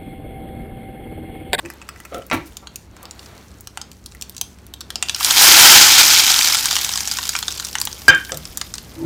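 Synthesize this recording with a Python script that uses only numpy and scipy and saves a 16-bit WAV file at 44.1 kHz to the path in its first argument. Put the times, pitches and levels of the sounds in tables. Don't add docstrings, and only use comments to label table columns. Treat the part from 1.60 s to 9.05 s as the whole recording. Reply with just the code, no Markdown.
import sys
import numpy as np
from scipy import signal
from scipy.fft import rfft, irfft, next_fast_len
from scipy.io import wavfile

SR = 44100
rng = np.random.default_rng(int(sys.argv[2]) if len(sys.argv) > 2 else 0)


def inscribe(sig):
    pcm = np.round(np.clip(np.atleast_2d(sig).T, -1, 1) * 32767)
    wavfile.write(sys.argv[1], SR, pcm.astype(np.int16))


def invert_db(x):
    u = np.asarray(x, float) / 20
    return 10 ** u


N = 328545
TIME_S = np.arange(N) / SR

# start_s, level_db
BOIL_VIGOUR = [
    (3.4, -43),
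    (3.55, -39),
    (3.64, -25.5),
    (3.88, -10.5),
    (4.12, -7.5),
    (4.45, -12),
    (5.4, -31),
    (6, -41),
    (7.45, -54.5),
]
# pitch_hz, level_db, t60_s
KNOCKED_SUPPORT = [(1000, -5, 0.24), (1180, -4, 0.22), (1360, -7, 0.24), (1806, -7, 0.054),
                   (2280, 10, 0.023), (3800, -3, 0.041), (5600, -5, 0.045)]
BUMP_S = .7135


def rms_one(x):
    return x / np.sqrt(np.mean(x ** 2) + 1e-20)


def curve(rows):
    return np.interp(TIME_S, *np.transpose(rows))


def filtered(x, order, hz, kind):
    return signal.sosfilt(signal.butter(order, hz, kind, fs=SR, output="sos"), x)


def drift(rate):
    r = np.exp(-80 * np.pi * rate / SR)
    slow = signal.lfilter([1], [1, -2 * r, r * r], rng.standard_normal(N // 40 + 2002))[2000:]
    return np.interp(np.arange(N) / 40, np.arange(len(slow)), rms_one(slow))


def ring(clicks, hz, t60):
    r = invert_db(-60 / (t60 * SR))
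    w = 2 * np.pi * min(hz, 18000) / SR
    return signal.lfilter([0, np.sin(w)], [1, -2 * r * np.cos(w), r * r], clicks + 1e-18)


def colour(x, spectrum):
    size = next_fast_len(N)
    hz, db = np.transpose(spectrum)
    bins_hz = np.arange(size // 2 + 1) * SR / size
    gain = invert_db(np.interp(np.log(bins_hz + 1), np.log(hz), db, -90, -90))
    return rms_one(irfft(rfft(x, size) * gain, size)[:N])


def decay_noise(t60, seconds):
    t = np.arange(int(seconds * SR)) / SR
    puff = rng.standard_normal(len(t)) * invert_db(-60 * t / t60)
    return puff / np.sqrt(np.sum(puff ** 2))


def crackle(per_s, spread_db, pitches_hz, cycles):
    sizes = invert_db(spread_db * np.minimum(rng.exponential(1, N), 4)) * rng.choice([-1, 1], N)
    born = rng.random(N) < per_s * invert_db(2.2 * drift(9)) / SR
    dealt = rng.integers(0, len(pitches_hz), N)
    rings = sum(ring(sizes * born * (dealt == k), hz, cycles / hz) for k, hz in enumerate(pitches_hz))
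    return rms_one(rings / np.sqrt(per_s))


def room_tone():
    # start_s, level_db
    movement = [(0, -50.5), (1.3, -54.5), (1.4, -46.5), (1.55, -50), (1.77, -48), (1.9, -52.5),
                (3.2, -54.5), (3.45, -49)]
    # start_s, level_db
    low_swell = [(0.0, -47.5), (4.79, -45), (7.45, -43.5)]
    # pitch_hz, level_db, waver_db
    overtones = [(50.5, -8.5, 7), (66, 0.5, 1), (97.4, -4, 2.5), (135.4, -10, 2.5), (184, -8, 2.5),
                 (232, -11, 0.5)]
    # pitch_hz, level_db per Hz
    rumble_spectrum = [(35, -36), (45, -5), (80, -16), (150, -13), (300, -12), (400, -17.5), (600, -32)]
    rustle_spectrum = [(210, -25), (350, 1.5), (1420, -4.5), (1820, -7.5), (2000, -6.5), (3030, -11.5),
                       (3500, -12), (4550, -11), (7700, -120)]
    foam_spectrum = [(1470, -11), (2500, -8.5), (5770, 8.5), (9980, 2), (12200, 2), (15100, 1), (16200, -8)]
    rustle_db = curve(movement)
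    foam_db = -55.5 + .6 * (rustle_db - rustle_db.mean())
    white = rng.standard_normal((3, N))
    hum = 0
    for hz, db, waver in overtones:
        phase = 2 * np.pi * hz * TIME_S + 0.57 * waver * drift(6.9)
        hum = hum + invert_db(db + waver * drift(8.9)) * np.sin(phase)
    low = invert_db(curve(low_swell)) * (invert_db(-4.5) * colour(white[0], rumble_spectrum) + hum)
    foam = white[1] + .8 * crackle(150, 3, np.geomspace(2500, 14000, 8), 6)
    patches = invert_db(2.5 * drift(4))
    rustle = invert_db(rustle_db + 1.25 * drift(2.8)) * colour(white[2], rustle_spectrum)
    return low + invert_db(foam_db) * patches * colour(foam, foam_spectrum) + rustle


def thumps():
    # start_s, pitch_hz, level_db, t60_s
    blows = [
        (.56, 55, -34, .3),
        (.73, 58, -30, .3),
        (.722, 255, -15, .14),
        (.89, 52, -38, .25),
        (6.485, 160, -24, .25),
        (6.74, 150, -29, .3),
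    ]
    low = 0
    for s, hz, db, t60 in blows:
        since = TIME_S - s
        swell = invert_db(db - 60 * np.abs(since) / t60) * np.clip(since / .015, 0, 1)
        low = low + swell * np.sin(2 * np.pi * hz * since)
    knock = (np.arange(N) == round(BUMP_S * SR)) * invert_db(-18)
    return low + sum(invert_db(db) * ring(knock, hz, t60 * .3) for hz, db, t60 in KNOCKED_SUPPORT)


def stroke(start, attack, hold, peak_db, release_db):
    t = TIME_S - start
    late = np.maximum(t - attack - hold, 0)
    fall = invert_db(-release_db * late) + invert_db(-17 - 160 * late)
    return invert_db(peak_db) * np.clip(t / attack, 0, 1) ** 2 * fall


def scuffs():
    # start_s, attack_s, hold_s, peak_db, release_db_per_s
    rubs = [
        (.515, .03, .01, -49, 500),
        (.724, .006, .012, -34, 600),
        (.853, .006, .018, -48, 900),
    ]
    grit = rng.standard_normal(N) * (rng.random(N) < 9000 / SR)
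    bright = rms_one(filtered(grit, 2, [2500, 15500], "band"))
    return sum(stroke(*row) for row in rubs) * bright


def rubbing(strokes, modes, damping, grit_db, soft_hz):
    catches = rng.standard_normal(N) * (rng.random(N) < 2500 / SR)
    catches = filtered(catches, 2, soft_hz, "low")
    body = rms_one(sum(invert_db(db) * ring(catches, hz, t60 * damping) for hz, db, t60 in modes))
    grit = rms_one(filtered(catches, 2, [350, 2500], "band"))
    return sum(stroke(*row) for row in strokes) * (body + invert_db(grit_db) * grit)


def pan_on_support():
    # pitch_hz, level_db, t60_s
    grating = [(157, -14, 0.24), (329, 1.5, 0.12), (548, -6, 0.048), (856, -7, 0.019), (1280, -19, 0.03)]
    dragged = [(343, -19, 2), (547, 2, 0.53), (662, 4, 0.27), (1320, -2, 0.44), (2160, -20, 0.16),
               (3120, -10, 0.13), (3790, -14, 0.28)]
    # start s, attack s, hold s, peak dB, release dB per s
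    nudge, shift = (0.0, .05, .025, -32, 600), (7.33, .09, .04, -27.5, 500)
    drag, settle = (.508, .014, .05, -29, 330), (6.712, .01, .002, -29, 450)
    thud, bump = (.722, .015, .01, -18.5, 400), (BUMP_S, .001, .015, -24, 350)
    tilt, swing = (1.02, .008, .015, -48, 400), (1.42, .006, .02, -47, 400)
    metal = rubbing([nudge, shift], grating, 0.9, -22, 1500)
    metal = metal + rubbing([drag, settle], dragged, 0.11, -14, 2300)
    metal = metal + rubbing([thud], grating, 0.43, -23, 3000)
    metal = metal + rubbing([bump], KNOCKED_SUPPORT, 0.23, -1.3, 5000)
    return metal + rubbing([tilt, swing], KNOCKED_SUPPORT, 0.2, -15, 1000)


def clang():
    # start_s, level_db
    contacts = [
        (6.4815, 0),
        (6.536, -26),
        (6.694, -44),
    ]
    # pitch_hz, level_db, t60_s
    pan_modes = [(315, -12.5, 0.1), (525, -20, 0.11), (1120, -12, 0.12), (1486, -17, .3), (1580, -11, 0.32),
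                 (1603, 17.5, 0.058), (2317, -15, 0.068), (3088, -19, 0.4), (3120, -5.5, 0.27),
                 (3560, -7, 0.033), (4930, -18, 0.12), (6110, -30, 0.15), (7560, -27, 0.12)]
    clicks = np.zeros(N)
    for s, db in contacts:
        clicks[round(s * SR)] = invert_db(db)
    flutter = invert_db(2 * np.array([drift(60), drift(60), drift(60)]))
    rings = 0
    for k, (hz, db, t60) in enumerate(pan_modes):
        rings = rings + (-1) ** k * invert_db(db) * flutter[k % 3] * ring(clicks, hz, t60)
    crack = signal.fftconvolve(clicks, decay_noise(.028, .08))[:N]
    return rings + invert_db(37) * filtered(crack, 2, [1900, 3000], "band")


def skillet_ring(drops):
    lifted_s, t60_s = .7, .04
    resting = drops * (TIME_S < lifted_s)
    return invert_db(-38) * sum(ring(resting, hz, t60_s) for hz in [1350, 2000, 2600, 3650, 5250])


def drops_table():
    # start_s,
    # cavity_hz, cavity_db, snap_db
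    spits_and_drips = [(.0512, 2560, -26.5, -49), (.0583, 2540, -26, -38.5), (.1011, 2300, -23, -24.5),
                       (.1372, 8480, -38, -34), (.2159, 2710, -27.5, -58), (.2238, 2730, -35, -48),
                       (.2893, 2830, -19.5, -24.5), (.3599, 2230, -34, -51), (.4014, 2580, -29, -33),
                       (.4508, 2600, -28, -33), (.4537, 2270, -30, -34.5), (.5449, 3300, -22, -35),
                       (.582, 9000, -40, -33), (.6209, 2870, -29, -52), (.6658, 6680, -47, -30),
                       (.6995, 2280, -23, -43), (.9224, 3230, -38, -41), (.9692, 7460, -18, -26),
                       (1.0714, 4100, -23, -53), (1.1583, 7400, -16.5, -21.5), (1.3658, 1300, -33, -42),
                       (1.4297, 8480, -31, -27.5), (1.454, 4400, -25, -40), (1.5098, 6900, -20, -35),
                       (1.593, 4440, -26, -49), (1.629, 3790, -37, -52), (1.6599, 5500, -31, -49),
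                       (1.9152, 4050, -37, -54), (2.0079, 6070, -42, -26), (2.0723, 5650, -20.5, -25),
                       (2.1732, 3300, -14, -32), (2.215, 5160, -17.5, -37), (2.3159, 8200, -27.5, -34),
             (2.4605, 4900, -23.5, -26), (2.5204, 4120, -29.5, -48), (2.5488, 2350, -32, -35),
             (2.6122, 5860, -20, -26), (2.6222, 5120, -16, -18), (2.6957, 5150, -27, -17),
             (2.7476, 7800, -30, -40.5), (2.766, 6680, -20, -29), (2.78, 6200, -21, -28.5),
             (2.8125, 6040, -8.5, -11.5), (2.9864, 3270, -38.5, -46), (3.066, 4220, -39, -33.5),
             (3.1383, 4010, -23.5, -26), (3.207, 4800, -21.5, -28), (3.2118, 4330, -22, -41),
             (3.3039, 3880, -15, -27.5), (3.3567, 4700, -8.5, -33.5), (3.4254, 3500, -3.5, -21),
             (3.4356, 3060, -19, -43), (3.4853, 5210, -14, -46), (3.4952, 3800, -5, -29.5),
             (3.546, 5200, -10, -36), (3.5624, 5170, -16, -23.5), (3.6077, 2650, -12, -20.5),
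             (3.6463, 7360, 1, -7.5), (3.7082, 4610, .5, -20)]
    lone_pops = [(5.6916, 6800, -6, -11), (5.7517, 2240, -12, -38), (5.7637, 5560, -8, -30),
                 (5.7887, 4350, -14, -16), (5.827, 4180, -11, -35), (5.8812, 3920, -6, -38),
                 (5.9234, 7670, -17, -28), (5.9977, 4820, -11, -23), (6.0483, 7280, -11, -23),
                 (6.6492, 8480, -19, -26), (6.1293, 6720, -21, -26), (6.1533, 3000, -7, -23),
                 (6.1844, 5600, -11, -38), (6.2009, 6550, -14, -17), (6.2143, 6500, -7, -9),
                 (6.2528, 7280, -16, -8), (6.2721, 3450, -12, -37), (6.3281, 6850, -15, -34),
                 (6.548, 7000, -17, -28), (6.4186, 3960, -25, -34), (6.6937, 1300, -36, -24),
                 (6.7195, 4740, -10, -32), (6.7438, 6290, -20, -25), (6.7721, 6980, -19, -16),
                 (6.8533, 5680, -18, -30), (6.9732, 6590, -10, -11), (7.0134, 4500, -8, -22),
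                 (7.1395, 5900, -13, -24), (7.154, 6760, -21, -25), (7.1816, 5730, -16, -38)]
    # start_s, cavity_db, cavity_hz
    loud_bursts = [(4.7028, 0, 4510), (4.7173, 0, 6490), (4.7407, 0, 4840), (4.7617, 1, 4750),
                   (4.7901, 1, 4760), (4.8221, -3, 4800), (4.8295, -2, 6260), (4.846, 0, 4180),
                   (4.8734, 0, 4790), (4.8854, -2, 5730), (4.9233, -2, 4860), (4.9463, -1, 4180),
                   (5.0565, 0, 5940), (5.1099, -3, 4690), (5.1284, -5, 4660), (5.1543, -4, 6160),
                   (5.1653, 0, 4730), (5.2461, -3, 6390), (5.2915, -5, 4660), (5.3369, -4, 5770),
                   (5.3568, -6, 4820), (5.3748, -5, 4780), (5.4057, -6, 5910), (5.4746, -6, 6980),
                   (5.5135, -31, 8500), (5.5135, -6, 5350), (5.5379, -11, 8240), (5.5863, -5, 3550),
                   (5.6292, -10, 4230), (5.6537, -12, 5420)]
    chance = rng.standard_normal((200, 4))
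    when = rng.uniform(4.95, 6.2, size=60)
    level_db = 3.5 + .55 * np.interp(when, *np.transpose(BOIL_VIGOUR)) + 2.5 * chance[:len(when), 2]
    pitch_hz = 5800 * np.exp(.22 * chance[:len(when), 3])
    loose = loud_bursts + list(zip(when, level_db, pitch_hz))
    bursts = [(s, hz, db - 2.5, db - 16 + 4 * c) for (s, db, hz), c in zip(loose, chance[:, 0])]
    rows = np.array(spits_and_drips + lone_pops + bursts)
    start_s, hz, cavity_db = rows[:, 0], rows[:, 1], rows[:, 2]
    plop_db = cavity_db - 19.5 - 15 * np.log2(hz / 2500) + 2.0 * chance[:len(rows), 1]
    plop_db += 17 * (start_s > BOIL_VIGOUR[1][0])
    plop_db += 4.5 * np.maximum(start_s - 5.8, 0)
    return np.c_[rows, plop_db]


def pops(events, tear_t60, snap_t60):
    echo_t60_s, echo_db = 0.03, -5
    out, t = np.zeros(N + 4000), np.arange(600) / SR
    noises = rng.standard_normal((len(events), 600))
    for (s, hz, cavity_db, snap_db, plop_db), noise in zip(events, noises):
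        tear = noise * invert_db(-60 * t / tear_t60) * np.tanh(t / 0.00037)
        cavity = ring(tear, hz, 7 / hz) + 2.2 * filtered(tear, 4, [2000, 8000], "band")
        snap = filtered(noise * invert_db(-60 * t / snap_t60), 3, 8500, "high")
        gulp = noise * invert_db(-60 * t / 0.011) * np.tanh(t / 0.002)
        plop = filtered(gulp, 3, [720, 2300], "band")
        parts = (cavity, cavity_db + 2.2), (snap, snap_db + 4.5), (plop, plop_db - 1.5)
        pop = sum(invert_db(db) * part / np.abs(part).max() for part, db in parts)
        walls = signal.fftconvolve(pop, decay_noise(echo_t60_s, .06))
        at = round(s * SR)
        out[at:at + 600] += pop
        out[at + 40:at + 40 + len(walls)] += invert_db(echo_db) * walls
    return filtered(out[:N], 6, [700, 16000], "band")


def sizzle():
    # pitch_hz, level_db per Hz
    fizz_spectrum = [(1290, -57), (2200, -2), (2890, -7), (3130, 1.5), (3400, .5), (4760, 4), (6820, 3),
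                     (9000, -5), (11700, -65), (19800, -120)]
    spray_spectrum = [(4710, 7), (8000, -1), (8950, -1.5), (15100, 1), (15900, -19), (16200, -118)]
    gurgle_spectrum = [(53, -55), (90, -28), (235, -18), (335, -8), (449, -42), (822, -1.5), (1190, -8),
                       (1350, 0.5), (2400, -4), (3120, 0), (5280, -120)]
    pour_starts_s, pour_swell_s, pour_ends_s, pour_fade_s = 3.64, .1, 4.1, .2
    fizz_db = curve(BOIL_VIGOUR)
    pouring = np.clip((pour_ends_s - TIME_S) / pour_fade_s + 1, 0, 1)
    early = np.clip((pour_starts_s - TIME_S) / pour_swell_s, 0, 1)
    spray_db = -16 + .77 * fizz_db + 4.5 * pouring - 9 * early
    gurgle_db = -6 + 1.05 * fizz_db + 3.5 * pouring
    steam = invert_db(.08 * (fizz_db - fizz_db.max()))
    per_s = 300 + 5000 * invert_db(fizz_db)
    begun = np.clip((TIME_S - 3.4) / .1, 0, 1)
    gust = invert_db(0.35 * drift(10.3) + 1.66 * drift(55)) * begun
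    fizz = crackle(per_s, 2.5, np.geomspace(2300, 8500, 14), 8.3)
    fizz = colour(fizz + 1.05 * steam * rng.standard_normal(N), fizz_spectrum)
    spray = crackle(per_s, 3.7, np.geomspace(8500, 16000, 6), 12.0)
    spray = colour(spray + 1.8 * steam * rng.standard_normal(N), spray_spectrum)
    gurgle = crackle(per_s * .3, 2.0, np.geomspace(800, 2300, 10), 18.5)
    gurgle = rms_one(gurgle + 2.7 * colour(rng.standard_normal(N), gurgle_spectrum))
    mix = invert_db(fizz_db + 2.1) * fizz + invert_db(spray_db + 7.15) * spray + invert_db(gurgle_db + 0.24) * gurgle
    return gust * mix


def kitchen(x):
    t60_s, level_db, wall_cut_hz = 0.28, -10, 4800
    dull = np.exp(-2 * np.pi * wall_cut_hz / SR)
    tail = signal.lfilter([1 - dull], [1, -dull], decay_noise(t60_s, 0.82))
    return invert_db(level_db) * signal.fftconvolve(x, np.r_[np.zeros(200), tail])[:N]


def scene():
    drops = pops(drops_table(), tear_t60=0.0075, snap_t60=0.0065)
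    metal = pan_on_support() + thumps() + scuffs() + skillet_ring(drops)
    near = drops + metal + clang()
    return (near + kitchen(near) + sizzle() + room_tone())[None]


def top_cut(x):
    return signal.sosfilt(signal.butter(12, 16780, fs=SR, output="sos"), x)


def record(dry):
    overload = .93
    clipped = np.clip(dry, -overload, overload)
    mix = filtered(clipped, 3, 40, "high")
    return top_cut(mix)


dry = scene()
out = record(dry)
inscribe(out)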